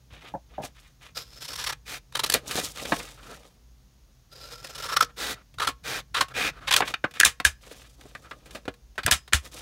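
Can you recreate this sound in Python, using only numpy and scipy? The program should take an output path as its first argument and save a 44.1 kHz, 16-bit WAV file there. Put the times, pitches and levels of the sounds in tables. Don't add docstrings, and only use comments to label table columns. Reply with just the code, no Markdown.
import sys
import numpy as np
from scipy import signal
from scipy.fft import rfft, irfft, next_fast_len
from scipy.io import wavfile
from scipy.ndimage import uniform_filter1d, map_coordinates

SR = 44100
rng = np.random.default_rng(int(sys.argv[2]) if len(sys.argv) > 2 else 0)


def master_out(mix):
    frames = np.transpose(np.atleast_2d(mix))
    ceiling = np.clip(frames, -1, 1)
    pcm = np.round(ceiling * 32767).astype(np.int16)
    wavfile.write(sys.argv[1], SR, pcm)


N = 423801

# centre in Hz, width in Hz, level in dB.
DRONE_BANDS = [(45, 4.8, -57), (58.2, 6.8, -56), (126, 9.6, -64.5)]
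# frequency in Hz, gain in dB.
HISS_SPECTRUM = [(100, -6), (220, -8.5), (350, -17.5), (800, -22), (2300, -27), (6800, -23.5), (7300, -33),
                 (15000, -33)]
HISS_DB = -62.5

# start in seconds, length in seconds, rustle in dB,
# flexing relative to rustle in dB, hiss relative to rustle in dB.
SLIDES_OF_SHEET = [(0.101, 0.068, -45, -8.5, -15), (0.205, 0.085, -45.5, -5.5, -12.5),
                   (0.484, 0.16, -54.5, -4, -17), (0.615, 0.037, -38, -8, 2.5),
                   (0.741, 0.13, -54, -15, -4.5), (1.002, .07, -47.5, -11, -4),
                   (2.393, 0.069, -57, 3.5, -1), (2.457, 0.2, -39, -6, 3), (2.558, 0.03, -25, -8.5, 0.5),
                   (2.613, 0.055, -41.5, -22, 6.5), (2.75, 0.23, -35, -5, -1.5),
                   (2.97, 0.14, -50.5, -10.5, 1.5), (3.2, 0.24, -53.5, 1, 0), (3.293, 0.022, -42, 4, -1),
                   (6.822, .04, -43.5, -3.5, -2.5), (6.851, 0.05, -31, -9.5, -6),
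                   (7.14, 0.034, -36, -14.5, -9), (7.605, 0.26, -53, -4.5, 4), (7.978, 0.58, -59, 3, 1),
                   (8.496, 0.057, -50.5, -1, -3), (9.414, 0.061, -49.5, -5.5, 3.5),
                   (9.512, .1, -43.5, -7, 2.5)]
SLIDE_ATTACK_S, SLIDE_SAG_DB_PER_S = 0.032, 16
SLIDE_RELEASE = 2.2
# frequency in Hz, gain in dB.
PAPER_SPECTRUM = [(88, -31.5), (150, -2), (396, -7.5), (471, -5), (966, -7.5), (1290, -5.5), (2060, -4),
                  (3690, -4.5), (4060, -8.5), (9540, -18.5), (15500, -27)]
# centre in Hz, width in Hz, gain in dB.
SHEET_RESONANCES = [(546, 85, 1), (1260, 50, 9), (3700, 460, -1)]
SHEET_HZ, HOUSING_HZ = 1300, 1680
RESONANCE_OCTAVES = 0.22

# start in seconds, level in dB.
DESK_JOLTS = [(0.121, -32.5), (2.344, -30.5), (2.55, -25), (2.919, -36), (9.05, -17)]
JOLT_HZ, JOLT_T60 = 86, 0.073
# start in seconds, level in dB.
FINGER_TAPS = [(.338, -25.5), (.346, -25), (0.58, -24.5), (0.598, -28.5), (0.635, -30.5)]
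# frequency in Hz, gain in dB.
TAP_SPECTRUM = [(200, -5), (460, -7.5), (620, 1.5), (880, 1), (1200, -27.5), (1550, -21.5), (2500, -52)]

# start in seconds, end in seconds, shear at the start in dB,
# shear at the end in dB, added first bite in dB, blade ring in dB, blade ring halfway in Hz, sheet hum in dB.
STROKES = [(1.147, 1.739, -52.5, -43, 15, 4.5, 5305, -14.5),
           (2.127, 2.343, -48.5, -43, -0.5, -1.5, 4020, -6.5),
           (4.301, 5.059, -53, -37.5, -4, 1.5, 5200, -2.5), (5.585, 5.714, -44, -43, -4, -7, 4130, -0.5),
           (6.139, 6.243, -37.5, -45, 0, -6, 4010, 0), (6.66, 6.808, -42, -21, -6, -8.5, 3960, -9.5)]
# bass in dB,
# first treble in dB, last treble in dB, first sheet resonance in dB, last sheet resonance in dB.
STROKE_TONES = [(-5, 11, -4.5, -3, 3), (10, 0.5, 14, 8, -3.5), (-3.5, 6, -4, -10.5, 26),
                (2, -7, -2.5, 17, 12), (-13, -10, -15, 12, 1.5), (-14, -15, 8, -5.5, 2.5)]
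BITE_S, RING_FADE_DB = 0.07, 11
# start in seconds, length in seconds,
# level in dB before a common trim.
BLADE_SLIPS = [(1.407, 0.042, -43.5), (1.443, 0.023, -39), (1.479, 0.019, -37.5), (1.53, 0.017, -36),
               (1.555, 0.013, -34), (1.574, 0.063, -34.5), (1.639, 0.013, -29), (1.664, 0.021, -26.5),
               (1.693, 0.017, -27.5), (1.724, 0.011, -31), (2.123, 0.0065, -45), (2.152, 0.0091, -23),
               (2.167, 0.013, -30), (2.192, 0.013, -22.5), (2.235, .016, -21.5), (2.261, 0.0099, -28.5),
               (2.299, 0.0043, -14.5), (2.32, 0.01, -22.5), (2.3387, 0.0062, -11.5), (4.578, 0.011, -52),
               (4.644, 0.0065, -40), (4.668, .012, -42), (4.747, 0.024, -38.5), (4.778, 0.017, -38.5),
               (4.822, .009, -36.5), (4.837, 0.017, -33.5), (4.859, 0.017, -35.5), (4.883, 0.034, -31.5),
               (4.92, 0.024, -27), (4.965, 0.011, -14), (5.007, 0.0069, -8.5), (5.035, 0.007, -34),
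               (5.584, 0.0075, -31.5), (5.598, .012, -24.5), (5.614, 0.03, -23), (5.645, .013, -28),
               (5.671, 0.01, -18), (6.144, 0.014, -23), (6.158, 0.038, -24), (6.208, 0.0096, -13),
               (6.673, 0.026, -25), (6.709, 0.011, -16), (6.723, 0.01, -16), (6.737, 0.01, -12),
               (6.763, 0.0051, -9), (6.767, 0.012, -24), (6.787, 0.0089, -33)]
SLIP_S, SHORT_SLIP_DB_PER_OCTAVE = 0.018, 2
CREAK_S = 0.005
# frequency in Hz, gain in dB.
SLIP_SPECTRUM = [(180, -17), (330, -13), (519, -6), (703, -8.5), (951, 1.5), (1287, -2), (1743, 0),
                 (2359, -4.5), (3192, -0.5), (4321, -3), (5848, -8), (7915, -10.5), (10713, -11.5),
                 (14500, -21.5)]
SHEAR_SPECTRUM = [(150, -11), (480, -6), (800, -9), (1300, -5.5), (2200, -7), (3400, -4.5), (6700, -8),
                  (11000, -16), (15500, -20)]
# centre before scaling in Hz, width before scaling in Hz, level in dB.
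BLADE_RESONANCES = [(4480, 220, -2), (5400, 390, 9), (7500, 350, -7), (9900, 500, -8.5), (13200, 700, -4.5)]

# start in seconds, end in seconds, level in dB,
# treble in dB, squeak in dB.
BLADE_OPENINGS = [(1.852, 1.993, -36.5, 4, 1), (5.16, 5.353, -31, 0, -5.5),
                  (5.832, 6.017, -31.5, -2.5, -2.5), (6.336, 6.512, -26, -5.5, 4.5)]
# frequency in Hz, gain in dB.
OPENING_SPECTRUM = [(88, -69), (150, -13), (388, -10), (471, -6), (668, -11), (722, -8), (1020, -11),
                    (1370, -4.5), (2180, -6), (2450, -4), (2760, -8), (3620, -7), (15500, -24)]
SQUEAK_HZ = 2420

# start in seconds, t60 in seconds,
# level in dB before a common trim, treble in dB, resonance in Hz.
HAND_KNOCKS = [(2.346, 0.096, -16.5, 7, 545), (2.509, 0.13, -25, 14, 1160), (2.555, .011, -15.5, 10, 374),
               (2.92, 0.06, -11.5, -20, 780), (5.014, 0.046, -38, -5, 1300), (5.683, 0.072, -22, 5, 1100),
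               (6.217, 0.069, -21, 3, 1260), (6.805, .024, -9.5, -10, 894), (6.82, 0.06, -15.5, -38, 2510),
               (6.939, 0.024, -15, -10, 2740), (7.0403, 0.05, -13, -29.5, 1410),
               (7.4, 0.032, -19.5, -4.5, 740), (7.666, 0.067, -42.5, -13.5, 476),
               (7.712, 0.097, -36.5, 9, 457), (8.054, 0.033, -37.5, -33, 396),
               (8.15, 0.041, -29.5, -8.5, 1730), (8.31, 0.061, -30, -15, 1260), (8.457, 0.13, -44, 8, 475),
               (8.548, 0.1, -30, 3, 600), (8.653, 0.039, -36.5, 0, 497), (8.679, 0.048, -20, -11.5, 388),
               (8.979, 0.079, -21.5, -11, 1490), (9.032, 0.081, -31.5, 1, 4370),
               (9.068, 0.029, -17, -22, 1743), (9.078, 0.058, -16, -11, 1090),
               (9.324, 0.046, -23, -11, 1760)]
# frequency in Hz, gain in dB.
KNOCK_SPECTRUM = [(180, -4.5), (330, -2.5), (519, -2.5), (703, -1), (951, -7), (1287, -2.5), (1743, -3.5),
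                  (2359, -5.5), (3192, -7), (4321, -9), (5848, -16.5), (7915, -17.5), (10713, -22),
                  (14500, -27.5)]
KNOCK_HZ, KNOCK_BASS_DB_PER_OCTAVE = 850, 7
# start in seconds, level in dB.
LIGHT_TICKS = [(2.612, -32), (2.852, -30), (3.344, -46), (5.54, -49), (6.283, -41), (7.11, -42.5),
               (7.138, -39.5), (7.817, -45), (8.01, -45.5), (8.508, -41), (8.739, -49), (8.955, -51),
               (9.277, -40)]

# start in seconds,
# length in seconds, level in dB.
SHEET_SCUFFS = [(3.172, 0.19, -50), (5.068, 0.052, -56), (5.349, .08, -55), (6.292, 0.038, -47),
                (6.527, 0.074, -50.5), (6.602, 0.073, -47.5), (8.218, 0.086, -53.5)]

# start in seconds, level in dB before a common trim, treble in dB.
DIE_CRACKS = [(7.2004, -5, 16), (7.2098, -9, -0.5), (7.2322, -5, -6), (9.063, -12.5, 15.5)]
CRACK_S, CRACK_BASS_DB, CRACK_HOUSING_DB = 0.0037, 2, 17.5
# start in seconds, level in dB before a
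# common trim, treble in dB, housing resonance in dB, rattle in dB, spring in dB, desk thump in dB.
LEVER_STOPS = [(7.249, -6.5, 15, -15, -13.5, -52.5, -28), (7.45, -5.5, 13.5, 14.5, -18, -46, -19.5),
               (9.1118, -9.5, 21, 14.5, -12.5, -38, -19.5), (9.333, -8, 8.5, 12, -17.5, -52, -12.5)]
STOP_S, STOP_BASS_DB = 0.005, 3.5
# frequency in Hz, gain in dB.
SNAP_SPECTRUM = [(180, -7), (330, -11), (519, -10.5), (703, -8), (951, -5), (1287, 1), (1743, 0.5),
                 (2359, 0.5), (3192, 1), (4321, -4.5), (5848, -4), (7915, -5), (10713, -10), (14500, -22)]
RATTLE_DELAY_S, RATTLE_T60, RATTLE_BASS_DB, RATTLE_TREBLE_DB = 0.0075, 0.11, 3, 4
THUMP_DELAY_S, THUMP_HZ, THUMP_T60 = 0.0073, 72, 0.15
# frequency in Hz, relative level in dB, t60 in seconds.
SPRING_TONES = [(5071, -6.5, .35), (6740, 7, .12), (7660, 6, 0.14)]

# centre in Hz, width in Hz, gain in dB.
DESK_RESONANCES = [(479.2, 10, 4.5), (1091, 15, 4.5), (1312, 32, 4), (1669, 46, 4), (2436, 73, 4.5),
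                   (3747, 210, 2), (6820, 140, 0.5)]
TAIL_DB, TAIL_T60 = -34, 0.28
PEAK_LIMIT, CUTOFF_HZ = 1.02, 15700


def from_db(db):
    return 10 ** (np.asarray(db) / 20)


def rms_one(x):
    return x / np.sqrt(np.mean(x ** 2) + 1e-20)


def at_hz(points, hz):
    table = np.array(points)
    return np.interp(np.log(hz + 1), np.log(table[:, 0]), table[:, 1])


def peaks(modes, hz):
    return sum(db / (1 + (2 * (hz - centre) / width) ** 2) for centre, width, db in modes)


def add(out, s, sound):
    start = max(round(s * SR), 0)
    out[start:start + len(sound)] += sound[:N - start]


def shaped(x, db_at):
    size = 2 * next_fast_len(len(x) // 2 + 1024)
    hz = np.arange(size // 2 + 1) * SR / size
    cepstrum = irfft(np.log(from_db(db_at(hz))))
    cepstrum[1:size // 2] *= 2
    cepstrum[size // 2 + 1:] = 0
    return irfft(rfft(x, size) * np.exp(rfft(cepstrum)))[:len(x)]


def cut(x, hz, kind, order=2):
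    return signal.sosfilt(signal.butter(order, hz, kind, fs=SR, output="sos"), x)


def drift(rate, size):
    return np.interp(np.arange(size) * rate / SR, np.arange(N), rng.uniform(-1.4, 2.2, N))


def friction(db_at, grain_db, grain_rate):
    grains = rng.standard_normal(N) * from_db(grain_db * drift(grain_rate, N))
    return cut(shaped(grains, db_at), 190, "high")


def resonate(x, modes):
    total = 0
    for hz, width, db in modes:
        band = cut(x, [hz - width / 2, hz + width / 2], "band", order=1)
        total = total + from_db(db) * rms_one(band)
    return rms_one(total)


def burst(envelope, span, colour, level_db, bass_db, treble_db, ring_hz, ring_db):
    def body(hz):
        bass = 1 / (1 + (hz / 700) ** 3)
        treble = hz ** 2 / (hz ** 2 + 4000 ** 2)
        ring = 1 / (1 + (np.log2((hz + 1) / ring_hz) / RESONANCE_OCTAVES) ** 2)
        return at_hz(colour, hz) + bass_db * bass + treble_db * treble + ring_db * ring
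    contacts = envelope * rng.standard_normal(len(envelope))
    sound = cut(shaped(contacts, body), 82, "high")
    return from_db(level_db) * sound * np.sqrt(span * SR / np.sum(sound ** 2))


def blow(t60, colour, db, bass_db, treble_db, ring_hz, ring_db, size=8192):
    t = np.arange(size) / SR
    envelope = from_db(-60 * t / t60) * (1 - np.exp(-t / 0.00093))
    span = t60 / np.log(10 ** 6)
    return burst(envelope, span, colour, db, bass_db, treble_db, ring_hz, ring_db)


def damped(hz, t60, size=16384):
    t = np.arange(size) / SR
    return np.sin(2 * np.pi * hz * t) * from_db(-60 * t / t60)


def bounce(db, hz, t60, give_s=0.0022):
    swing = from_db(db) * damped(hz, t60)
    return swing * (1 - np.exp(-np.arange(len(swing)) / SR / give_s))


def fracture(length, crest, colour, db, bass_db, treble_db, ring_hz, ring_db, creak=0.1, size=4096):
    t = np.arange(size) / SR - CREAK_S
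    peak = np.clip(crest, 0.05, 0.9)
    swell = np.sqrt(np.interp(t / length, [0, peak, 1], [0, 1, 0]))
    swell += creak * np.interp(t, [-CREAK_S, 0, length, length + CREAK_S], [0, 1, 1, 0])
    return burst(swell, length, colour, db, bass_db, treble_db, ring_hz, ring_db)


def background():
    hiss = cut(shaped(rng.standard_normal(N), lambda hz: at_hz(HISS_SPECTRUM, hz)), 47, "high")
    out = from_db(HISS_DB) * rms_one(hiss)
    for hz, width, db in DRONE_BANDS:
        edges = [hz * np.exp(-width / hz / 2), hz * np.exp(width / hz / 2)]
        band = cut(rng.standard_normal(N + SR), edges, "band")[SR:]
        out += from_db(db) * rms_one(band)
    return out


def slide_gains():
    t, flex, rustle, hiss = np.arange(SR) / SR, np.zeros(N), np.zeros(N), np.zeros(N)
    for s, length, db, flex_db, hiss_db in SLIDES_OF_SHEET:
        release_db = 60 * np.maximum(t / length - 1, 0) / SLIDE_RELEASE
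        speed = np.minimum(t / SLIDE_ATTACK_S, 1) * from_db(db - SLIDE_SAG_DB_PER_S * t - release_db)
        add(flex, s, from_db(flex_db) * speed)
        add(rustle, s, speed)
        add(hiss, s, from_db(hiss_db) * speed)
    return flex, rustle, hiss


def sheet(flex_db=0, rustle_db=-3.4, hiss_db=-3.4, surge_db=4.0, surge_rate=90, crackle_db=2.0,
          buckles_per_s=110, buckle_db=24):
    def colour(hz):
        return at_hz(PAPER_SPECTRUM, hz) + peaks(SHEET_RESONANCES, hz)
    struck = rng.random(N) < buckles_per_s / SR
    buckles = struck * rng.uniform(-1.1, 1, N) * from_db(buckle_db)
    rubbing = friction(colour, grain_db=crackle_db, grain_rate=600)
    paper = rubbing + cut(shaped(buckles, colour), 400, "high")
    low = cut(paper, 700, "low", order=3)
    middle = cut(paper, [900, 4000], "band", order=3)
    high = cut(paper, 5420, "high", order=3)
    out = np.zeros(N)
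    for db, gain, part in zip((flex_db, rustle_db, hiss_db), slide_gains(), (low, middle, high)):
        surging = rms_one(part * from_db(surge_db * drift(surge_rate, N)))
        out += from_db(db) * gain * surging
    return out


def hands(work, rumble_db=-34, low_hz=55, high_hz=155, hand_s=0.11):
    effort = np.sqrt(np.abs(uniform_filter1d(np.abs(work), int(hand_s * SR))))
    rumble = rms_one(cut(rng.standard_normal(N), [low_hz, high_hz], "band", order=3))
    return from_db(rumble_db) * effort * rumble


def desk(tap_t60=0.069):
    out = np.zeros(N)
    for s, db in DESK_JOLTS:
        add(out, s, bounce(db, JOLT_HZ, JOLT_T60))
    for s, db in FINGER_TAPS:
        add(out, s, blow(tap_t60, TAP_SPECTRUM, db, 0, 0, SHEET_HZ, 0))
    return out


def scissors():
    return cutting() + opening()


def cutting(catches_per_s=40, uneven=0.3, catch_db=10.5, surge_db=5.3, glide=0.11, edge_s=0.023, follow_s=0.004):
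    out = np.zeros(N)
    grit = rms_one(friction(lambda hz: at_hz(SHEAR_SPECTRUM, hz), grain_db=4.0, grain_rate=900))
    steel = resonate(grit, BLADE_RESONANCES)
    hum = resonate(grit, [(520, 230, 0.2), (1350, 40, -1.2)])
    catch_rate = catches_per_s * np.exp(uneven * drift(catches_per_s, N))
    catches = np.sin(2 * np.pi * np.cumsum(catch_rate) / SR)
    surges = surge_db * drift(catches_per_s, N)
    for (start, end, first_db, last_db, bite_db, ring_db, ring_hz, hum_db), tone in zip(STROKES, STROKE_TONES):
        span = np.arange(int(start * SR), int(end * SR))
        t, progress = (span - span[0]) / SR, np.linspace(0, 1, len(span))
        bite = bite_db * np.exp(-(t / BITE_S) ** 2 / 2)
        force = from_db(first_db + (last_db - first_db) * progress + bite)
        edges = np.clip(np.minimum(t, t[-1] - t) / edge_s, 0, 1)
        grip = rms_one(from_db(catch_db * progress ** 2 * catches[span] + surges[span])) * edges
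        stroke = slips(start, end, tone)
        stroke[span] += force * grip * (grit[span] + from_db(hum_db) * hum[span])
        pitch = ring_hz / BLADE_RESONANCES[1][0] * (1 + glide * (progress - 0.5))
        ring = map_coordinates(steel, [span[0] + np.cumsum(pitch)], order=3)
        loudness = np.sqrt(np.abs(uniform_filter1d(stroke[span] ** 2, int(follow_s * SR))))
        stroke[span] += from_db(ring_db - RING_FADE_DB * progress) * ring * loudness
        out += stroke
    return out


def slips(start, end, tone, crest=0.36, trim_db=-1.94):
    out = np.zeros(N)
    rows = [row for row in BLADE_SLIPS if start - SLIP_S < row[0] < end]
    bass_db, first_treble_db, last_treble_db, first_ring_db, last_ring_db = tone
    for (s, length, db), travel in zip(rows, np.linspace(0, 1, len(rows))):
        treble_db = first_treble_db + travel * (last_treble_db - first_treble_db)
        treble_db += SHORT_SLIP_DB_PER_OCTAVE * np.log2(SLIP_S / length)
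        ring_db = first_ring_db + travel * (last_ring_db - first_ring_db)
        slip = fracture(length, crest, SLIP_SPECTRUM, db + trim_db, bass_db, treble_db, SHEET_HZ, ring_db)
        add(out, s - CREAK_S, slip)
    return out


def opening(rise_s=0.048, fall_s=0.036, grain_db=2.0, grain_rate=700, size=16384):
    out, t = np.zeros(N), np.arange(size) / SR
    for start, end, db, treble_db, squeak_db in BLADE_OPENINGS:
        speed = np.clip(t / rise_s, 0, 1) * np.clip((end - start - t) / fall_s, 0, 1)
        rub = speed * from_db(grain_db * drift(grain_rate, size))
        span = np.sum(speed ** 2) / SR
        add(out, start, burst(rub, span, OPENING_SPECTRUM, db, 0, treble_db, SQUEAK_HZ, squeak_db))
    return out


def knocks(ring_db=7, trim_db=-0.84, tick_t60=0.045, tick_treble_db=8):
    out = np.zeros(N)
    for s, t60, db, treble_db, hz in HAND_KNOCKS:
        bass_db = KNOCK_BASS_DB_PER_OCTAVE * np.log2(KNOCK_HZ / hz)
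        add(out, s, blow(t60, KNOCK_SPECTRUM, db + trim_db, bass_db, treble_db, hz, ring_db))
    for s, db in LIGHT_TICKS:
        add(out, s, blow(tick_t60, KNOCK_SPECTRUM, db, 0, tick_treble_db, HOUSING_HZ, 0))
    return out


def scuffs(ring_db=9, treble_db=-8, uneven_db=5, uneven_rate=70, edge_s=0.009, size=8192):
    out, t = np.zeros(N), np.arange(size) / SR
    for s, length, db in SHEET_SCUFFS:
        edges = np.clip(np.minimum(t, length - t) / edge_s, 0, 1)
        rub = edges * from_db(uneven_db * drift(uneven_rate, size))
        add(out, s, burst(rub, length, KNOCK_SPECTRUM, db, 0, treble_db, SHEET_HZ, ring_db))
    return out


def punch(crest=0.12, trim_db=-1.5):
    out = np.zeros(N)
    for s, db, treble_db in DIE_CRACKS:
        crack = fracture(CRACK_S, crest, SNAP_SPECTRUM, db + trim_db, CRACK_BASS_DB, treble_db,
                         HOUSING_HZ, CRACK_HOUSING_DB)
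        add(out, s - CREAK_S, crack)
    spring = sum(from_db(db) * damped(hz, t60) for hz, db, t60 in SPRING_TONES)
    for s, db, treble_db, housing_db, rattle_db, spring_db, thump_db in LEVER_STOPS:
        stop = fracture(STOP_S, crest, SNAP_SPECTRUM, db + trim_db, STOP_BASS_DB, treble_db,
                        HOUSING_HZ, housing_db)
        rattle = blow(RATTLE_T60, SNAP_SPECTRUM, rattle_db, RATTLE_BASS_DB, RATTLE_TREBLE_DB, HOUSING_HZ, 0)
        add(out, s - CREAK_S, stop)
        add(out, s + RATTLE_DELAY_S, rattle)
        add(out, s + RATTLE_DELAY_S, from_db(spring_db) * spring)
        add(out, s + THUMP_DELAY_S, bounce(thump_db, THUMP_HZ, THUMP_T60))
    return out


def room(x, wet_db=-16, t60=0.085, wall_hz=6500, size=16384):
    t = np.arange(size) / SR
    early, late = rng.standard_normal((2, size)) * (t > 0.003)
    early = cut(early, wall_hz, "low", order=1) * from_db(-60 * t / t60)
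    late = cut(late, 3000, "low", order=1) * from_db(-60 * t / TAIL_T60)
    response = (from_db(wet_db) * rms_one(early) + from_db(TAIL_DB) * rms_one(late)) / np.sqrt(size)
    return x + signal.fftconvolve(x, response)[:N]


def scene():
    work = sheet() + scissors() + scuffs()
    sources = work + hands(work) + desk() + knocks() + punch()
    near = shaped(sources, lambda hz: peaks(DESK_RESONANCES, hz))
    return (room(near) + background())[None]


def record(dry):
    level = from_db(-1.15) * cut(dry, 38, "high", order=3)
    rounded = PEAK_LIMIT * np.tanh(level / PEAK_LIMIT)
    return signal.sosfilt(signal.ellip(10, 0.1, 80, CUTOFF_HZ, fs=SR, output="sos"), rounded)


dry = scene()
out = record(dry)
master_out(out)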